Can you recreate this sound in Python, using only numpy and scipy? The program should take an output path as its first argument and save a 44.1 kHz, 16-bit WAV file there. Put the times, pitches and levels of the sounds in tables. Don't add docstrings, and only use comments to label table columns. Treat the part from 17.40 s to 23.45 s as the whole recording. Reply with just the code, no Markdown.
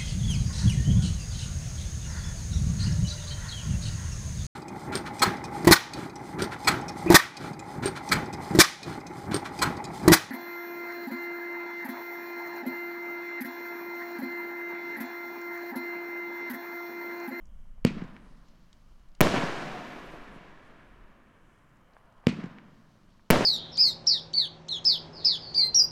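import sys
import numpy as np
from scipy import signal
from scipy.fft import rfft, irfft, next_fast_len
from scipy.io import wavfile

SR = 44100
rng = np.random.default_rng(int(sys.argv[2]) if len(sys.argv) > 2 else 0)


def pcm_store(signal):
    levels = np.round(np.clip(np.atleast_2d(signal), -1, 1) * 32767)
    wavfile.write(sys.argv[1], SR, levels.astype(np.int16).T)


N = 266805
T = np.arange(N) / SR


# t/s, level/dB, ground bounce lag/s, bounce gain/dB, roll gain/dB
BURSTS = [(1.8070, 5.5, 0.0049, 6, -1), (5.9035, 10.5, 0.0046, 0, 0.5)]
# t/s, level/dB, low-pass f/Hz
BURST_SLAPS = [(1.8147, 2.5, 805), (1.8247, 1.5, 700), (1.8261, -3, 600), (1.853, 2, 300), (1.864, -1, 450),
               (1.871, -4.5, 2210), (1.9002, -18, 3130), (1.923, -2, 179), (1.941, -1.5, 445),
               (1.964, -8.5, 800), (1.974, 2.5, 200), (2.035, 0.5, 236), (2.096, -8, 230),
               (2.739, -19.5, 454), (2.775, -22, 250), (2.961, -16, 239), (5.9098, 0.5, 607),
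               (5.9193, -2.5, 500), (5.9249, -7.5, 890), (5.932, -7, 2520), (5.9596, -2.5, 1700),
               (5.9643, -1.5, 700), (5.993, -17, 1600), (6.008, -0.5, 447)]
# f/Hz, starting level/dB per octave
BURST_ROLL = [(25, -70.5), (55, -46), (85, -51.5), (150, -27.5), (300, -28), (450, -28), (720, -20.5),
              (1200, -28.5), (1750, -26.5), (2473, -30.5), (4100, -33.5), (7060, -37.5), (11000, -53),
              (16000, -73)]
# delay/s, level/dB, smear/s, f/Hz
BURST_SCATTER = [(0, -37.5, 0.023, 5880), (.003, -31, 0.008, 2403), (.01, -16.5, 0.028, 385),
                 (0.124, -29.5, 0.033, 420), (.15, -28, 0.014, 1160), (.27, -47, .03, 1400),
                 (.035, -22.5, .012, 560), (.005, -28, .04, 88), (.74, -41, .025, 300),
                 (.92, -40, 0.014, 600), (1.12, -50, 0.016, 230)]

def bursts():
    blast = springy_highpass(shock(push_s=0.00037), hz=134, q=2.0)
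    t = T[:len(blast)]
    spikes = signal.unit_impulse(len(t)) - signal.unit_impulse(len(t), int(0.00026 * SR))
    crack = undb(-17.5) * butter(spikes, 2700, "highpass")
    ring = undb(-11.5) * np.sin(2 * np.pi * 2200 * t) * np.exp(-t / 0.00036)
    mic_recovery = undb(-17.5) * np.exp(-T / 0.067) * (1 - np.exp(-T / 0.0036))
    out = np.zeros(N)
    for s, db, bounce_s, bounce_db, roll_db in BURSTS:
        for lag, path_db in [(0, 0), (bounce_s, bounce_db)]:
            fizz = undb(-18) * puff(12000, len(t)) * np.exp(-t / 0.00074)
            add(out, s + lag - 0.0002, undb(db + path_db) * crack)
            add(out, s + lag, undb(db + path_db) * (blast + ring + fizz))
        add(out, s, mic_recovery)
        land = roll(BURST_ROLL, spread_s=0.28, power=1.641, build_s=0.0025, grain=0.4,
                    loss_db_per_s=3, air_db_per_s=9.5, air_hz=3400, size=4 * SR)
        echoes = terrain(clump(land)) + scatter(BURST_SCATTER, len(land)) + fence(len(land))
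        add(out, s, undb(roll_db) * echoes)
    return out + slaps(blast, BURST_SLAPS, lowest_hz=80, size=N)


# t/s, level/dB, echo gain/dB
LAUNCHES = [(0.4499, -6, -6.5), (4.8696, -6, -6)]
# delay/s, level/dB, low-pass f/Hz
LAUNCH_SLAPS = [(0.0125, -16, 610), (0.0213, -14.5, 690), (0.0568, -16, 500), (.101, -22, 346),
                (0.1175, -17, 350), (0.122, -22, 340), (0.17, -12.5, 380), (0.192, -21, 320)]
# f/Hz, starting level/dB per octave
LAUNCH_ROLL = [(30, -66.5), (71, -59.5), (129, -33), (198, -26.5), (320, -36.5), (440, -42), (720, -32.5),
               (1045, -36.5), (1600, -36), (2520, -39.5), (5000, -45.5), (8000, -55.5), (12000, -55)]
# delay/s, level/dB, smear/s, f/Hz
LAUNCH_SCATTER = [(.012, -25.5, 0.008, 2400), (.011, -36, 0.004, 5000), (.048, -39, 0.0047, 2710),
                  (.125, -35, 0.0066, 1190), (.143, -40, 0.0022, 1880), (.166, -30.5, 0.0031, 800),
                  (.186, -48.5, 0.0033, 3950)]

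def launches():
    thump = springy_highpass(shock(push_s=0.0035), hz=163, q=1.59)
    t = T[:len(thump)]
    thump = thump + 0.46 * np.pad(thump, (int(0.00042 * SR), 0))[:len(t)]
    thump = butter(thump, 6000, "lowpass", order=1)
    thump = signal.lfilter(*signal.iirnotch(653, Q=3.2, fs=SR), thump)
    land = roll(LAUNCH_ROLL, spread_s=0.22, power=2.037, build_s=0.006, grain=0.54,
                loss_db_per_s=6, air_db_per_s=30.5, air_hz=2250, size=3 * SR)
    walls = far_wall(len(land)) + slaps(thump, LAUNCH_SLAPS, lowest_hz=170, size=len(land))
    echoes = terrain(land) + walls + scatter(LAUNCH_SCATTER, len(land))
    echoes = butter(echoes, 8000, "lowpass", order=3)
    ignition_s = 0.0038
    out = np.zeros(N)
    for s, db, echo_db in LAUNCHES:
        ignition = butter(puff(2300, len(t)), 4000, "lowpass") * np.exp(-t / ignition_s)
        muzzle_crack = undb(-13) * puff(3770, len(t)) * np.exp(-t / 0.00041)
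        add(out, s - ignition_s, undb(db - 38) * ignition)
        add(out, s, undb(db) * (thump + muzzle_crack + tube_ring(t) + tube_buzz(t)))
        add(out, s, undb(echo_db) * echoes)
    return out


# f/Hz, level/dB, attack/s, decay/s
TUBE_MODES = [(243, -13, 0.001, 0.023), (469, -13, 0.00011, 0.0041), (2850, -25, .0001, .0022),
              (4580, -25.5, .0001, 0.0016)]

def tube_ring(t):
    return sum(undb(db) * np.sin(2 * np.pi * hz * t) * (1 - np.exp(-t / attack)) * np.exp(-t / decay)
               for hz, db, attack, decay in TUBE_MODES)


# f/Hz, width/Hz, level/dB
TUBE_BUZZ = [(2080, 300, -35), (2460, 230, -34), (3020, 360, -41.5)]

def tube_buzz(t, swell_s=0.021):
    rasp = sum(undb(db) * noise_band(hz - width / 2, hz + width / 2, len(t))
               for hz, width, db in TUBE_BUZZ)
    return rasp * t / swell_s * np.exp(-t / swell_s)


def slaps(wave, walls, lowest_hz, size):
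    out = np.zeros(size)
    for s, db, hz in walls:
        add(out, s, undb(db) * butter(butter(wave, hz, "lowpass"), lowest_hz, "highpass"))
    return out


def roll(spectrum, spread_s, power, build_s, grain, loss_db_per_s, air_db_per_s, air_hz, size):
    t = T[:size]
    echoes = unit(rng.standard_normal(size) * np.exp(grain * rng.standard_normal(size)))
    envelope = (1 - np.exp(-t / build_s)) * (1 + t / spread_s) ** -power
    envelope *= undb(0.7 * drift(70, size))
    hz, start_db = np.transpose(spectrum)
    air = air_db_per_s / (1 + (air_hz / hz) ** 3)
    ground = 5 * np.exp(-(np.log2(hz / 645) / 0.5) ** 2)
    gaps = 13.5 / (1 + (hz / 117) ** 6)
    table = np.column_stack([hz, start_db, loss_db_per_s + air + ground + gaps])
    return envelope * sum(band * undb(db - loss * t) for band, db, loss in bands(echoes, table))


def clump(x, fade_s=0.2):
    lows = signal.sosfiltfilt(signal.butter(2, 1200, fs=SR, output="sos"), x)
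    depth_db = -3.5 * np.exp(-T[:len(x)] / fade_s)
    return x + lows * (undb(depth_db * drift(55, len(x))) - 1)


# f/Hz, width/Hz, gain/dB
LAND_COLOUR = [(470, 200, -1.5), (830, 160, -3), (1050, 130, 2.5), (1330, 260, 0), (1710, 120, 3),
               (1870, 140, 0.5), (2660, 200, 0)]

def terrain(x):
    mids = signal.sosfiltfilt(signal.butter(2, [400, 3200], "bandpass", fs=SR, output="sos"), x)
    dip_db = -6.5 * swell(s=0.068, half_s=0.055)[:len(x)]
    return colour(x + mids * (undb(dip_db) - 1), LAND_COLOUR)


def scatter(trees, size):
    out, t = np.zeros(size), T[:SR // 2]
    for delay, db, smear_s, hz in trees:
        add(out, delay, undb(db) * puff(hz, len(t)) * t / smear_s * np.exp(-t / smear_s))
    return out


# delay/s, f/Hz, level/dB
FENCE_TONE = [(.4, 783, -62), (.5, 743, -40), (.62, 724, -52), (.95, 712, -56.5), (1.35, 705, -79)]

def fence(size, flutter_per_s=85):
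    delay, hz, db = np.transpose(FENCE_TONE)
    t = T[:size]
    phase = 2 * np.pi * np.cumsum(np.interp(t, delay, hz)) / SR
    tone = drift(flutter_per_s, size) * np.sin(phase) + drift(flutter_per_s, size) * np.cos(phase)
    return tone * np.interp(t, delay, undb(db), left=0, right=0)


def far_wall(size, delay_s=0.3158, hz=1800):
    out = np.zeros(size)
    tick = butter(signal.unit_impulse(SR // 16), [hz / 1.4, hz * 1.4], "bandpass")
    add(out, delay_s, undb(-31) * tick / np.abs(tick).max())
    return out


# t/s, level/dB, f/Hz, width/octaves
SNAPS = [(.056, -55, 6400, 0.6), (0.07, -61, 6300, .7), (.192, -57, 750, 1.6), (.255, -57, 800, 1.4),
         (.38, -52, 600, 1.6), (1.085, -54, 5400, .8), (1.3296, -44.5, 3900, 1.6), (1.7505, -46, 3920, 2.0),
         (4.188, -62, 6000, 1.2), (4.37, -62.5, 6000, 0.94), (4.412, -67, 5500, 1.3),
         (4.535, -57.5, 4540, .6), (4.567, -40.5, 940, 1.8), (4.583, -60, 4500, 2.4), (4.84, -44, 786, 2),
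         (5.04, -51, 6200, .5), (5.795, -48.5, 1280, 1.1)]

def snaps():
    out, t = np.zeros(N), T[:SR // 8]
    for s, db, hz, octaves in SNAPS:
        edges = [hz / 2 ** (octaves / 2), hz * 2 ** (octaves / 2)]
        tick = butter(signal.unit_impulse(len(t)), edges, "bandpass", order=3)
        tail = 0.4 * noise_band(*edges, len(t), order=3) * np.exp(-t / 0.0028)
        add(out, s, undb(db) * butter(tick / np.abs(tick).max() + tail, 2 * hz, "lowpass", order=1))
    return out


# f/Hz, level/dB per octave
TIME_FUSE = [(600, -88.5), (1500, -84.5), (3000, -82.5), (5500, -70.5), (8000, -85)]

def time_fuses():
    burning = sum(np.interp(T, [launch[0], launch[0] + 0.55, burst[0]], [0, 1, 0.55], left=0, right=0)
                  for launch, burst in zip(LAUNCHES, BURSTS))
    sputter = undb(2 * drift(22, N))
    return burning * sputter * butter(hiss(TIME_FUSE, flicker_db=1), 7500, "lowpass", order=4)


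LINK_BURN_S = 0.61
LINK_LIT_S = LAUNCHES[1][0] - LINK_BURN_S
# f/Hz near the band's top, level/dB, sputter/dB
LINK_FUSE = [(5460, -89, 2.5), (1170, -63, 1.2)]

def link_fuse():
    nearness = np.interp(T, [LINK_LIT_S, LINK_LIT_S + LINK_BURN_S], [0, 1], right=0) ** 0.5
    return nearness * sum(noise_band(hz / 2.26, hz * 1.08, N) * undb(db + sputter_db * drift(34, N))
                          for hz, db, sputter_db in LINK_FUSE)


def sparks():
    out, t = np.zeros(N), T[:SR // 16]

    def spit(lit_s, burn_s, per_s, hz, db):
        for when, strength in rng.random((int(per_s * burn_s), 2)):
            spark = puff(hz, len(t)) * np.exp(-t / 0.0036)
            add(out, lit_s + when * burn_s, undb(db + 7.1 * strength) * spark)

    spit(LINK_LIT_S, LINK_BURN_S, per_s=26, hz=5600, db=-77)
    for launch, burst in zip(LAUNCHES, BURSTS):
        spit(launch[0], burst[0] - launch[0], per_s=16, hz=3600, db=-76)
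    return butter(out, 8500, "lowpass", order=4)


def stars(hz=10500, burn_s=0.9, fade_s=0.29):
    alight = sum(np.interp(T - burst[0], [0, burn_s, burn_s + fade_s], [1, 0.5, 0], left=0)
                 for burst in BURSTS)
    return alight * noise_band(hz / 1.3, hz * 1.3, N) * undb(-70 + 1.5 * drift(36, N))


# t/s, level/dB, half length/s
STAR_FLARES = [(2.729, -74, .035), (2.95, -73.5, .03), (3.26, -81, .045)]

def star_flares(hz=7850):
    sizzle = noise_band(hz / 1.6, hz * 1.4, N, order=3) * undb(2 * drift(80, N))
    return sizzle * sum(undb(db) * swell(s, half_s) for s, db, half_s in STAR_FLARES)


# t/s, level/dB, half length/s
GUSTS = [(0.238, -41, 0.44), (0.87, -48.5, 0.049), (1.616, -51.5, 0.19), (2.693, -51, 0.54),
         (3.6, -50, 0.14)]

def wind(fall_db_per_s=2):
    rumble = butter(butter(rng.standard_normal(N), 22, "lowpass"), 2.2, "highpass")
    breeze = undb(-51.5 - fall_db_per_s * T)
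    gusts = sum(undb(db) * swell(s, half_s) for s, db, half_s in GUSTS)
    return unit(butter(rumble, 80, "lowpass")) * np.hypot(breeze, gusts)


# f/Hz, level/dB per octave
NIGHT_AIR = [(30, -87.5), (110, -68), (220, -67), (380, -82), (520, -74), (700, -76), (1050, -70.5),
             (1700, -79), (2400, -82), (3100, -86), (4200, -87.5), (7000, -82)]

def night_air():
    return hiss(NIGHT_AIR, flicker_db=2)


def insects():
    return noise_band(2850, 3250, N) * undb(-85 + 2.9 * drift(23, N))


def shock(push_s):
    t = T[:SR // 8] / push_s
    return (1 - t) * np.exp(-t)


def hiss(spectrum, flicker_db):
    noise = sum(band * undb(db + flicker_db * drift(4.6, N))
                for band, db in bands(rng.standard_normal(N), spectrum))
    return butter(noise, 11000, "lowpass", order=1)


def bands(x, table):
    hz, *columns = np.transpose(table)
    size = next_fast_len(len(x))
    f = np.maximum(np.fft.rfftfreq(size, 1 / SR), 1)
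    pink = rfft(x, size) * np.sqrt(SR / 2 / (f * np.log(2)))
    for centre in 25 * 2 ** (np.arange(20) / 2):
        share = np.maximum(1 - 2 * np.abs(np.log2(f / centre)), 0)
        values = [np.interp(np.log(centre), np.log(hz), column) for column in columns]
        yield irfft(pink * share, size)[:len(x)], *values


def noise_band(low_hz, high_hz, size, order=2):
    return unit(butter(rng.standard_normal(size), [low_hz, high_hz], "bandpass", order))


def puff(hz, size):
    return noise_band(hz / 2, hz * 2, size)


def drift(per_s, size):
    return np.interp(T[:size] * per_s, np.arange(512), rng.standard_normal(512))


def swell(s, half_s):
    return np.exp(-((T - s) / half_s) ** 2)


def colour(x, resonances):
    for hz, width_hz, db in resonances:
        x = x + (undb(db) - 1) * signal.lfilter(*signal.iirpeak(hz, hz / width_hz, SR), x)
    return x


def springy_highpass(x, hz, q):
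    w = 2 * np.pi * hz
    return signal.lfilter(*signal.bilinear([1, 0, 0], [1, w / q, w * w], SR), x)


def butter(x, hz, kind, order=2):
    return signal.sosfilt(signal.butter(order, np.minimum(hz, SR / 2 - 1), kind, fs=SR, output="sos"), x)


def undb(db):
    return 10 ** (np.asarray(db) / 20)


def unit(x):
    return x / np.std(x)


def add(out, s, x):
    i = max(int(round(s * SR)), 0)
    part = x[:max(N - i, 0)]
    out[i:i + len(part)] += part


def scene():
    mix = launches() + bursts() + stars() + time_fuses() + snaps() + wind() + night_air()
    mix += link_fuse() + insects() + sparks() + star_flares()
    return mix[None]


# f/Hz, width/Hz, gain/dB
HOUSING = [(813, 200, -2.5), (2287, 98, 3), (2860, 590, 1.5), (3850, 410, 0.5), (7500, 7300, -2)]

def record(dry):
    clipped = np.clip(colour(dry, HOUSING), -0.41, 0.56)
    centred = butter(clipped, 1.1, "highpass", order=1)
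    return signal.sosfilt(signal.ellip(8, 0.2, 70, 16500, fs=SR, output="sos"), centred)


dry = scene()
out = record(dry)
pcm_store(out)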